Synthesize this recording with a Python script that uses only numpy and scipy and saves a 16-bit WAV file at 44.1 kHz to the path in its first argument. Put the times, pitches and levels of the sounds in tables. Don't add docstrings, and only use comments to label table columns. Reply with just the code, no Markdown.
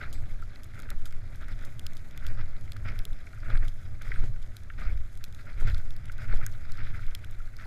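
import sys
import numpy as np
from scipy import signal
from scipy.fft import rfft, irfft
from scipy.io import wavfile
from scipy.ndimage import uniform_filter1d

SR = 44100
rng = np.random.default_rng(int(sys.argv[2]) if len(sys.argv) > 2 else 0)


def volts_from_decibels(level):
    exponent = np.asarray(level, float) / 20
    return 10 ** exponent


def master_out(mix):
    frames = np.transpose(np.atleast_2d(mix))
    ceiling = np.clip(frames, -1, 1)
    pcm = np.round(ceiling * 32767).astype(np.int16)
    wavfile.write(sys.argv[1], SR, pcm)


N = 337806


def rms_one(x):
    return x / np.sqrt(np.mean(x ** 2) + 1e-20)


def in_time(rows):
    s, *columns = np.transpose(rows)
    return [np.interp(np.arange(N) / SR, s, c) for c in columns]


def drift(rate):
    r = np.exp(-80 * np.pi * rate / SR)
    slow = signal.lfilter([1], [1, -2 * r, r * r], rng.standard_normal(N // 40 + 2002))[2000:]
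    return np.interp(np.arange(N) / 40, np.arange(len(slow)), rms_one(slow))


def coloured(spectrum, low_hz, high_hz):
    hz = np.maximum(np.fft.rfftfreq(N, 1 / SR), .1)
    points = np.array(spectrum)
    gain = volts_from_decibels(np.interp(np.log(hz), np.log(points[:, 0]), points[:, 1]))
    gain = gain / np.sqrt((1 + (low_hz / hz) ** 8) * (1 + (hz / high_hz) ** 8))
    return rms_one(irfft(rfft(rng.standard_normal(N)) * gain, N))


def evened(x, size):
    return rms_one(x / np.sqrt(uniform_filter1d(x ** 2, size=size) + 0.2))


def swells(s, db, fall_s, rise_s, bed_db, hold_s=0):
    late = np.arange(0, N + 64, 64)[:, None] / SR - s
    below = np.maximum(-late / rise_s, np.maximum(late - hold_s, 0) / fall_s)
    power = volts_from_decibels(2 * (db - 10 * below)).sum(axis=1)
    power = np.interp(np.arange(N) / 64, np.arange(len(power)), power)
    return 10 * np.log10(power + volts_from_decibels(2 * bed_db))


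def shell(x, modes):
    out = 0
    drives = np.broadcast_to(x, (len(modes), np.shape(x)[-1]))
    for k, ((hz, width, db), drive) in enumerate(zip(modes, drives)):
        r = np.exp(-np.pi * width / SR)
        a = [1, -2 * r * np.cos(2 * np.pi * hz / SR), r * r]
        b = np.array([1, 0, -1]) * (1 - r * r) / 2
        out = out + (-1) ** k * volts_from_decibels(db) * signal.lfilter(b, a, drive)
    return out


def steep(x, low_hz, high_hz):
    return signal.sosfilt(signal.butter(4, [low_hz, high_hz], "band", fs=SR, output="sos"), x)


def grains(per_s, spread_db):
    sizes = volts_from_decibels(spread_db * np.minimum(rng.exponential(1, N), 5)) * rng.choice([-1, 1], N)
    return rms_one(sizes * (rng.random(N) < per_s / SR))


def add(out, s, piece):
    i = max(round(s * SR), 0)
    out[i:i + len(piece)] += piece[:N - i]


def ring(hz, db, t60):
    t = np.arange(SR // 2) / SR
    return volts_from_decibels(db - 60 * t / t60) * np.sin(2 * np.pi * hz * t)


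# [f/Hz, level/dB per Hz]
PRESSURE_SPECTRUM = [(2, -19), (4, -5.5), (9, 6.5), (14, -10), (20, -6), (30, -20), (45, -20), (65, -30.5),
                     (90, -25.5)]
# [f/Hz, level/dB per Hz]
RUMBLE_SPECTRUM = [(24, -16), (40, -5.5), (60, -2.5), (108, -2.5), (161, -21.5), (390, -35), (511, -38),
                   (581, -34), (942, -43), (1100, -43), (1200, -33.5), (1560, -58), (2640, -120)]
# [peak t/s, level/dB, 10 dB decay time/s]
GUSTS = [(0.159, -22.9, 0.215), (0.389, -22.4, 0.015), (0.939, -22.1, 0.384), (1.13, -25.4, 0.062),
         (1.608, -27.3, 0.161), (1.859, -28.2, 0.4), (2.351, -13.9, 0.155), (3.002, -17.3, 0.016),
         (3.117, -20.4, 0.045), (3.574, -14.4, 0.139), (3.968, -22.6, 0.015), (4.184, -14.1, 0.158),
         (4.885, -21.7, 0.279), (5.67, -12.1, 0.016), (5.73, -20.3, 0.4), (6.341, -15.1, 0.147),
         (6.72, -18.7, 0.015), (6.9, -14.6, 0.015), (7.078, -15.9, 0.039), (7.406, -20.0, 0.105)]
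# [peak t/s, level/dB, 10 dB decay time/s]
BUFFETS = [(0.014, -36.9, 0.036), (0.238, -31.9, 0.021), (0.46, -34.6, 0.051), (0.947, -35.5, 0.066),
           (1.54, -27.7, 0.048), (2.323, -30.9, 0.031), (2.508, -42.4, 0.096), (2.91, -25.9, 0.015),
           (3.592, -24.1, 0.048), (3.95, -45.4, 0.035), (4.132, -31.0, 0.015), (4.239, -38.3, 0.018),
           (4.91, -24.0, 0.112), (5.736, -20.9, 0.036), (6.106, -37.8, 0.068), (6.358, -28.2, 0.015),
           (6.65, -38.1, 0.016), (6.871, -32.3, 0.054), (6.942, -43.2, 0.035), (7.123, -36.3, 0.017),
           (7.321, -41.7, 0.016), (7.654, -39.9, 0.017)]
# [peak t/s, level/dB, 10 dB decay time/s]
BOOMS = [(0.197, -36.3, 0.087), (0.806, -45.6, 0.015), (1.194, -50.2, 0.054), (1.837, -38.8, 0.015),
         (2.32, -37.4, 0.019), (2.448, -33.0, 0.018), (2.684, -37.3, 0.064), (2.8, -38.1, 0.31),
         (3.549, -36.5, 0.015), (3.679, -34.8, 0.015), (3.869, -37.7, 0.148), (4.232, -35.8, 0.152),
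         (4.905, -39.7, 0.037), (5.65, -37.6, 0.289), (6.049, -40.9, 0.033), (6.309, -34.2, 0.106),
         (6.36, -35.3, 0.216), (6.87, -36.8, 0.155), (7.213, -42.1, 0.058), (7.654, -46.7, 0.398)]


def wind(crunch_db):
    pressure_db = swells(*np.transpose(GUSTS), rise_s=.079, bed_db=-40.5)
    buffet_db = swells(*np.transpose(BUFFETS), rise_s=.099, bed_db=-49.8)
    boom_db = swells(*np.transpose(BOOMS), rise_s=.074, bed_db=-48.3)
    pressure = evened(coloured(PRESSURE_SPECTRUM, low_hz=3.3, high_hz=23.8), size=SR // 4)
    buffet = evened(coloured(PRESSURE_SPECTRUM, low_hz=24.4, high_hz=66.4), size=SR // 6)
    boom = evened(coloured(RUMBLE_SPECTRUM, low_hz=64.5, high_hz=161), size=SR // 6)
    boom = boom * volts_from_decibels(1.8 * drift(18.6))
    rumble = coloured(RUMBLE_SPECTRUM, low_hz=169.4, high_hz=1090) * volts_from_decibels(1.7 * drift(32))
    rumble_db = -54.3 - 0.5 * np.arange(N) / SR
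    rumble_db = rumble_db + 0.21 * (boom_db + 46.5) + 0.43 * (crunch_db + 58.5)
    return volts_from_decibels(pressure_db) * pressure + volts_from_decibels(buffet_db) * buffet + volts_from_decibels(boom_db) * boom + volts_from_decibels(rumble_db) * rumble


# [t/s, level/dB, hold/s]
CRUNCHES = [(0.012, -41.0, 0.028), (0.743, -54.9, 0.115), (0.899, -49.3, 0.023), (1.421, -49.4, 0.001),
            (1.487, -51.9, 0.032), (1.573, -54.2, 0.116), (2.228, -50.7, 0.097), (2.389, -44.1, 0.011),
            (2.858, -45.4, 0.06), (2.951, -53.6, 0.055), (3.433, -50.6, 0.035), (3.495, -43.9, 0.065),
            (3.615, -47.1, 0.032), (4.02, -48.9, 0.015), (4.056, -49.2, 0.041), (4.124, -48.8, 0.105),
            (4.793, -45.9, 0.041), (4.861, -48.8, 0.05), (5.392, -50.3, 0.0), (5.481, -50.7, 0.03),
            (5.58, -50.3, 0.102), (5.676, -40.9, 0.016), (5.742, -53.2, 0.058), (6.194, -45.8, 0.043),
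            (6.297, -44.6, 0.04), (6.41, -46.9, 0.029), (6.79, -42.0, 0.004), (6.85, -52.1, 0.06),
            (6.95, -48.5, 0.023), (7.599, -50.9, 0.04)]
# [t/s, level/dB]
GLIDE = [
    (0.0, -57.4),
    (0.85, -60.9),
    (1.7, -57.9),
    (2.55, -59.4),
    (3.4, -58.9),
    (4.26, -61.5),
    (5.11, -60.9),
    (5.96, -58.2),
    (6.81, -54.7),
    (7.66, -61.0),
]


def crunch_level():
    s, db, hold_s = np.transpose(CRUNCHES)
    return swells(s, db, .027, .011, *in_time(GLIDE), hold_s)


# [f/Hz, width/Hz, level/dB]
SHELL_LOW = [(1262, 169, -6.5), (1507, 290, -0.5), (1728, 616, -3), (2066, 560, -3.5)]
SHELL_MID = [(3420, 500, 3.2), (4126, 480, 0.8), (4960, 520, -0.8)]
SHELL_HIGH = [(6554, 1560, 1.5), (9470, 1870, 1.5), (11380, 3800, -1), (15700, 2000, -28)]


def crunch(crunch_db):
    hiss_db = -66 + .15 * (crunch_db + 58)
    clumps = volts_from_decibels(3.0 * drift(60))
    snaps = clumps * grains(per_s=900 * clumps, spread_db=1.0) + .4 * rng.standard_normal(N)
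    own = np.array([grains(per_s=350, spread_db=2.5) * volts_from_decibels(2.5 * drift(23)) for _ in SHELL_LOW])
    fine = grains(per_s=60, spread_db=3.5) * .3
    fine = fine + volts_from_decibels(2.1 * drift(35)) * rng.standard_normal(N)

    low = rms_one(steep(shell(snaps + 0.8 * own, SHELL_LOW), low_hz=1115, high_hz=2546))
    patches = volts_from_decibels(2.8 * np.array([drift(15) for _ in SHELL_MID]))
    mid_drive = patches * (snaps + 0.62 * own[:len(SHELL_MID), ::-1] + .5 * fine)
    mid = rms_one(steep(shell(mid_drive, SHELL_MID), low_hz=2780, high_hz=5860))
    high = rms_one(steep(shell(fine + 0.19 * snaps, SHELL_HIGH), low_hz=5430, high_hz=16100))
    mid_db = -0.8 + .45 * hiss_db + 0.645 * (crunch_db - 3.6)
    return volts_from_decibels(crunch_db - 2.2) * low + volts_from_decibels(mid_db) * mid + volts_from_decibels(hiss_db - 6.3 + 1.2 * drift(9)) * high


# [t/s, peak level/dB, f/Hz]
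KNOCKS = [(.0727, -45.5, 1560), (.4244, -43, 1350), (.8897, -39.5, 1710), (1.482, -44, 1550),
          (1.6367, -41.5, 1720), (2.1768, -44.5, 2270), (2.248, -40, 1250), (2.7637, -40, 1450),
          (2.8886, -35, 2150), (3.271, -42, 2300), (3.3323, -45, 1420), (3.4316, -45, 1460),
          (3.5024, -37, 1230), (4.0148, -40.5, 1690), (4.055, -44, 2000), (4.118, -28, 1900),
          (4.1593, -36.5, 1640), (4.7013, -37, 1750), (4.786, -44, 1500), (4.8663, -38.5, 1320),
          (5.2395, -44.5, 2470), (5.4695, -44, 1460), (5.6732, -37.5, 1310), (6.097, -37.5, 1560),
          (6.1878, -41.5, 1410), (6.4135, -37, 1360), (6.782, -40, 1480), (6.992, -42, 1450),
          (7.4038, -47, 1400), (7.5876, -44, 1380)]
# [t/s, peak level/dB, f/Hz]
CRUMBS = [(0.0154, -34, 1680), (0.0344, -37, 1480), (0.1545, -44, 2100), (0.2399, -45, 1580),
          (0.5601, -44, 2140), (0.7544, -43, 1430), (0.7771, -40, 1230), (0.7926, -40, 1570),
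          (0.9144, -39, 1310), (1.0585, -43, 1410), (1.1253, -42, 2220), (1.4087, -43, 1570),
          (1.4326, -42, 1560), (1.8567, -43, 1570), (2.1475, -45, 2120), (2.2084, -46, 1510),
          (2.2233, -42, 1540), (2.372, -44, 1330), (2.3885, -39, 1310), (2.6778, -42, 2100),
          (2.8519, -36, 1550), (2.9607, -42, 1320), (3.3747, -45, 1480), (3.4655, -37, 2020),
          (3.5523, -39, 1630), (3.5768, -40, 1200), (3.6296, -39, 1840), (4.3605, -46, 1510),
          (4.8179, -34, 1230), (5.3916, -43, 1690), (5.6092, -35, 1400), (5.7428, -40, 1260),
          (6.2537, -40, 1480), (6.2881, -39, 1480), (6.3135, -34, 1420), (6.4642, -34, 1610),
          (6.8044, -39, 1980), (6.9456, -37, 1490), (7.0798, -42, 1270), (7.1197, -46, 1510),
          (7.2404, -40, 1640), (7.4754, -45, 1560), (7.5368, -47, 1430), (7.639, -39, 1660)]


def knocks(lumps, gain_db, crumble_s):
    out, t = np.zeros(N), np.arange(SR // 20) / SR
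    for (s, db, hz), noise in zip(lumps, rng.standard_normal((len(lumps), len(t)))):
        burst = noise * np.exp(-t / crumble_s) + 9.0 * (t == 0)
        knock = steep(shell(burst, SHELL_LOW), low_hz=1060, high_hz=3230)
        knock = knock + shell(knock, [(hz, 320, 8.0)])
        add(out, s - .0008, volts_from_decibels(db + gain_db) * knock / np.abs(knock).max())
    return out


# [t/s, peak level/dB]
THUDS = [(0.014, -46), (0.914, -48), (1.416, -52), (2.394, -42), (3.062, -46), (3.5, -37), (3.622, -51),
         (4.106, -42), (4.237, -35.5), (5.621, -36), (6.335, -30.5), (6.393, -36.5), (7.657, -36)]


def thuds():
    out, t = np.zeros(N), np.arange(SR // 10) / SR
    for (s, db), noise in zip(THUDS, rng.standard_normal((len(THUDS), len(t)))):
        puff = signal.lfilter([1], [1, -.95], noise * np.exp(-t / 0.011))
        puff = steep(puff, low_hz=125, high_hz=950)
        add(out, s - .001, volts_from_decibels(db - 2.5) * puff / np.abs(puff).max())
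    return out


# [t/s, level/dB]
JOLTS = [
    (3.49, -36),
    (3.63, -39),
    (4.228, -29),
    (5.652, -26),
    (6.205, -34),
]


def jolts():
    out = np.zeros(N)
    for s, db in JOLTS:
        add(out, s, ring(110, db, t60=.3))
    return out


# [t/s, peak level/dB, brightness level/dB, strongest middle f/Hz]
TICKS = [(0.1289, -45.3, 6.2, 3250), (0.634, -43.6, 2.9, 3410), (0.6437, -51.8, 11.2, 3470),
         (0.8008, -45.9, 9.0, 4590), (0.9035, -33.4, 4.3, 4050), (1.0558, -42.1, 5.5, 4940),
         (1.6495, -41.2, -0.0, 4810), (1.7946, -34.9, 1.9, 3460), (1.8665, -26.6, -3.7, 3400),
         (1.9692, -40.0, -2.2, 3400), (2.1761, -40.1, 5.2, 3610), (2.2666, -32.7, -5.1, 3420),
         (2.7201, -32.9, -3.8, 3430), (2.9905, -32.1, -5.5, 3410), (3.0529, -30.3, 0.3, 3390),
         (3.5019, -39.8, -11.7, 4010), (3.5747, -36.4, -18.4, 3490), (3.6828, -35.1, -7.5, 3420),
         (4.0205, -52.8, 13.0, 3420), (4.5677, -35.8, 0.7, 4520), (5.2408, -30.1, -0.2, 3410),
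         (5.3477, -42.4, -0.1, 3420), (5.6996, -35.5, -12.3, 3430), (5.7458, -32.2, -10.4, 3420),
         (5.9067, -38.1, -5.4, 3390), (6.4646, -40.5, 20.1, 5140), (6.7202, -38.3, 0.5, 4220),
         (6.7738, -39.9, -9.1, 4820), (7.1502, -26.4, -1.6, 3390), (7.567, -41.5, -0.6, 4800)]
# [t/s, peak level/dB, brightness level/dB]
SPECKS = [(0.4215, -56.6, 9.1), (0.5585, -41.6, -13.8), (0.7925, -50.7, 9.1), (0.8215, -48.2, 8.4),
          (1.1253, -45.1, -0.1), (1.3582, -54.1, 10.9), (1.4845, -49.5, 6.0), (1.9342, -48.9, 6.3),
          (1.9526, -54.7, 9.8), (2.1106, -46.2, -4.1), (2.611, -53.2, 7.0), (2.7326, -48.9, 0.3),
          (2.7673, -43.2, -2.3), (3.1307, -44.7, -2.5), (4.1171, -45.2, -6.2), (4.6349, -51.2, 1.9),
          (5.1538, -53.0, 5.8), (5.1748, -49.8, 9.7), (5.249, -45.4, 3.4), (5.326, -48.0, 0.7),
          (5.781, -41.6, -3.6), (5.9653, -42.9, 1.7), (6.0568, -43.2, 1.9), (6.1232, -55.9, 10.4),
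          (6.1815, -43.1, -3.0), (6.3717, -44.9, -2.0), (6.5162, -53.2, 6.3), (7.0667, -45.0, -0.9),
          (7.2461, -39.0, -2.3), (7.3107, -52.4, 7.8)]


def ticks():
    spots_hz = rng.choice([3400, 3550, 4700], len(SPECKS))
    hits = list(TICKS) + [(*row, hz) for row, hz in zip(SPECKS, spots_hz)]
    out, t = np.zeros(N), np.arange(SR // 20) / SR
    for (s, db, bright_db, hz), noise in zip(hits, rng.standard_normal((len(hits), len(t)))):
        burst = noise * np.exp(-t / 0.0008) + 4.0 * (t == 0)
        mid = shell(burst, SHELL_MID)
        mid = rms_one(mid + shell(mid, [(hz, 1200, 0.0)]))
        scatter = steep(noise[::-1] * np.exp(-t / 0.0007), low_hz=2300, high_hz=5700)
        mid = mid + .6 * rms_one(scatter) + .25 * rms_one(shell(burst, SHELL_LOW))
        high = steep(shell(burst, SHELL_HIGH), low_hz=5400, high_hz=16100)
        tick = mid / np.abs(mid).max() + volts_from_decibels(bright_db) * high / np.abs(high).max()
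        add(out, s - .0002, volts_from_decibels(db - .5) * tick)
    return out


# [t/s, peak level/dB, f/Hz]
FLECKS = [(0.4349, -50, 4140), (0.7362, -51, 3310), (0.7467, -48, 5070), (1.1089, -45, 3320),
          (1.4122, -48, 4130), (1.5179, -48, 4190), (1.5913, -45, 4850), (1.6122, -49, 3400),
          (2.0453, -49, 3510), (2.385, -52, 3360), (2.4588, -48, 3580), (2.5087, -53, 4210),
          (2.6579, -48, 3390), (2.6768, -50, 3320), (2.8858, -40, 3310), (2.9044, -46, 3320),
          (2.9194, -48, 3280), (3.022, -50, 3540), (3.1896, -49, 4830), (3.268, -46, 3430),
          (3.2914, -53, 3980), (3.3293, -48, 3910), (3.4042, -47, 4780), (4.0577, -47, 3250),
          (4.2413, -45, 3030), (4.2602, -46, 3380), (4.3615, -53, 3350), (4.4278, -44, 3190),
          (4.4628, -51, 3260), (4.4752, -53, 4030), (4.6024, -52, 3340), (4.7995, -44, 3180),
          (4.8708, -48, 3110), (5.0519, -52, 3240), (5.5308, -49, 4370), (5.6027, -47, 5140),
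          (5.6301, -47, 3380), (5.6605, -44, 4170), (5.6745, -41, 3280), (5.9249, -48, 5100),
          (5.9394, -50, 3380), (6.0861, -50, 3030), (6.2213, -46, 3540), (6.2532, -50, 3670),
          (6.2781, -46, 3170), (6.3414, -43, 3000), (6.3574, -44, 3260), (6.4088, -48, 3360),
          (6.5241, -45, 4860), (6.5394, -48, 3310), (6.996, -51, 4010), (7.0294, -52, 3430),
          (7.1082, -45, 3330), (7.1921, -51, 3560), (7.3402, -53, 4210), (7.3991, -53, 3310),
          (7.457, -49, 4640), (7.4734, -50, 4130), (7.5867, -47, 3410), (7.6231, -44, 3400)]


def flecks():
    out, t = np.zeros(N), np.arange(SR // 40) / SR
    for (s, db, hz), noise in zip(FLECKS, rng.standard_normal((len(FLECKS), len(t)))):
        burst = noise * np.exp(-t / 0.0011) + 2.5 * (t == 0)
        spot = rms_one(shell(burst, [(hz, 800, 0.0)]))
        fleck = spot + .4 * rms_one(steep(burst, low_hz=2900, high_hz=9000))
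        add(out, s - .0002, volts_from_decibels(db - 2.5) * fleck / np.abs(fleck).max())
    return out


# [t/s, level/dB, decay/ms, brightness level/dB]
SPRAYS = [(0.127, -51, 13, 2), (.635, -63.5, 12, 2.5), (1.056, -49, 10.3, 0), (1.649, -61.5, 15, 6),
          (1.968, -64, 15, 4), (2.264, -52.5, 10, -1), (3.678, -53.5, 13, -3.5), (4.018, -52.5, 5.9, -7),
          (4.24, -60, 20, -2.5), (4.419, -61.5, 20, -5), (5.6, -59, 27, 1), (5.67, -51.5, 29, -8),
          (5.77, -63, 26, -4), (6.118, -57.5, 6.5, 2.5), (6.338, -57, 40, -3), (7.6, -64, 20, -11)]


def sprays():
    out, shower = np.zeros(N), grains(per_s=3400, spread_db=3.0)
    mid, high = (rms_one(shell(shower, m)) for m in (SHELL_MID, SHELL_HIGH))
    t = np.arange(SR // 5) / SR
    for s, db, ms, bright_db in SPRAYS:
        i = round(s * SR)
        piece = (mid + volts_from_decibels(bright_db) * high)[i:i + len(t)]
        envelope = np.exp(-t * 1000 / ms) * np.minimum(t / 0.00074, 1)
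        add(out, s, volts_from_decibels(db) * piece * envelope[:len(piece)])
    return out


# [f/Hz, level/dB, t60/s]
BUCKLE = [(3623, -62, .28), (3978, -65, .25), (4213, -63, .35), (4701, -61, .23), (4815, -64, .2),
          (5184, -65, .2), (7472, -67, .25), (7936, -62, .33)]
# [t/s, f/Hz, level/dB, t60/s]
PINGS = [
    (3.562, 8620, -60, .16),
    (4.156, 8620, -59, .09),
    (.425, 1370, -48, .06),
    (7.402, 1370, -48, .06),
]


def metal():
    out = np.zeros(N)
    add(out, 0.14, sum(ring(*mode) for mode in BUCKLE))
    for s, *mode in PINGS:
        add(out, s, ring(*mode))
    return out


def body(crunch_db):
    hollow = shell(grains(per_s=500, spread_db=3.0), [(596, 120, 0.0)])
    return volts_from_decibels(-75 + .95 * (crunch_db + 58)) * rms_one(hollow)


def air():
    hiss = coloured([(2500, 0), (4300, -2), (6000, -5), (9000, -12)], low_hz=2600, high_hz=9000)
    return volts_from_decibels(-75 + .8 * drift(4)) * hiss


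def scene():
    crunch_db = crunch_level()
    mix = wind(crunch_db) + crunch(crunch_db)
    mix = mix + knocks(KNOCKS, gain_db=2.5, crumble_s=.0035) + knocks(CRUMBS, gain_db=-2.0, crumble_s=.005)
    mix = mix + thuds() + jolts() + ticks() + flecks() + sprays() + metal()
    return (mix + body(crunch_db) + air())[None]


def starve_treble(x, half_hz, top_hz):
    hz, _, cells = signal.stft(x, SR, nperseg=1024)
    bands = cells[:512].reshape(128, 4, -1)
    level_db = 10 * np.log10(np.mean(np.abs(bands) ** 2, axis=1) + 1e-20)
    band_hz = hz[:512:4, None]
    over_db = level_db - np.median(level_db, axis=1, keepdims=True)
    mood_db = 3 * drift(6)[::512][np.minimum(np.arange(bands.shape[2]), N // 512)]
    luck_db = 6 * uniform_filter1d(rng.standard_normal(level_db.shape), size=3, axis=1)
    need_db = 3.5 * (band_hz - half_hz) / 1000 + 14 * (band_hz > top_hz) - 8 * (band_hz < 12600)
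    keep = over_db + mood_db + luck_db > need_db
    keep = keep * volts_from_decibels(-4 * (band_hz > top_hz) - 8 * (band_hz > top_hz + 450))
    cells[:512] = (bands * keep[:, None]).reshape(512, -1)
    cells[hz > 16500] = 0
    return signal.istft(cells, SR, nperseg=1024)[1][:N]


def band_limit(x):
    return signal.sosfilt(signal.butter(12, 16520, fs=SR, output="sos"), x)


def record(dry):
    rounded = 0.61 * np.tanh(dry[0] / .6)
    mix = starve_treble(rounded, half_hz=14200, top_hz=15350)[None]
    return band_limit(mix)


dry = scene()
out = record(dry)
master_out(out)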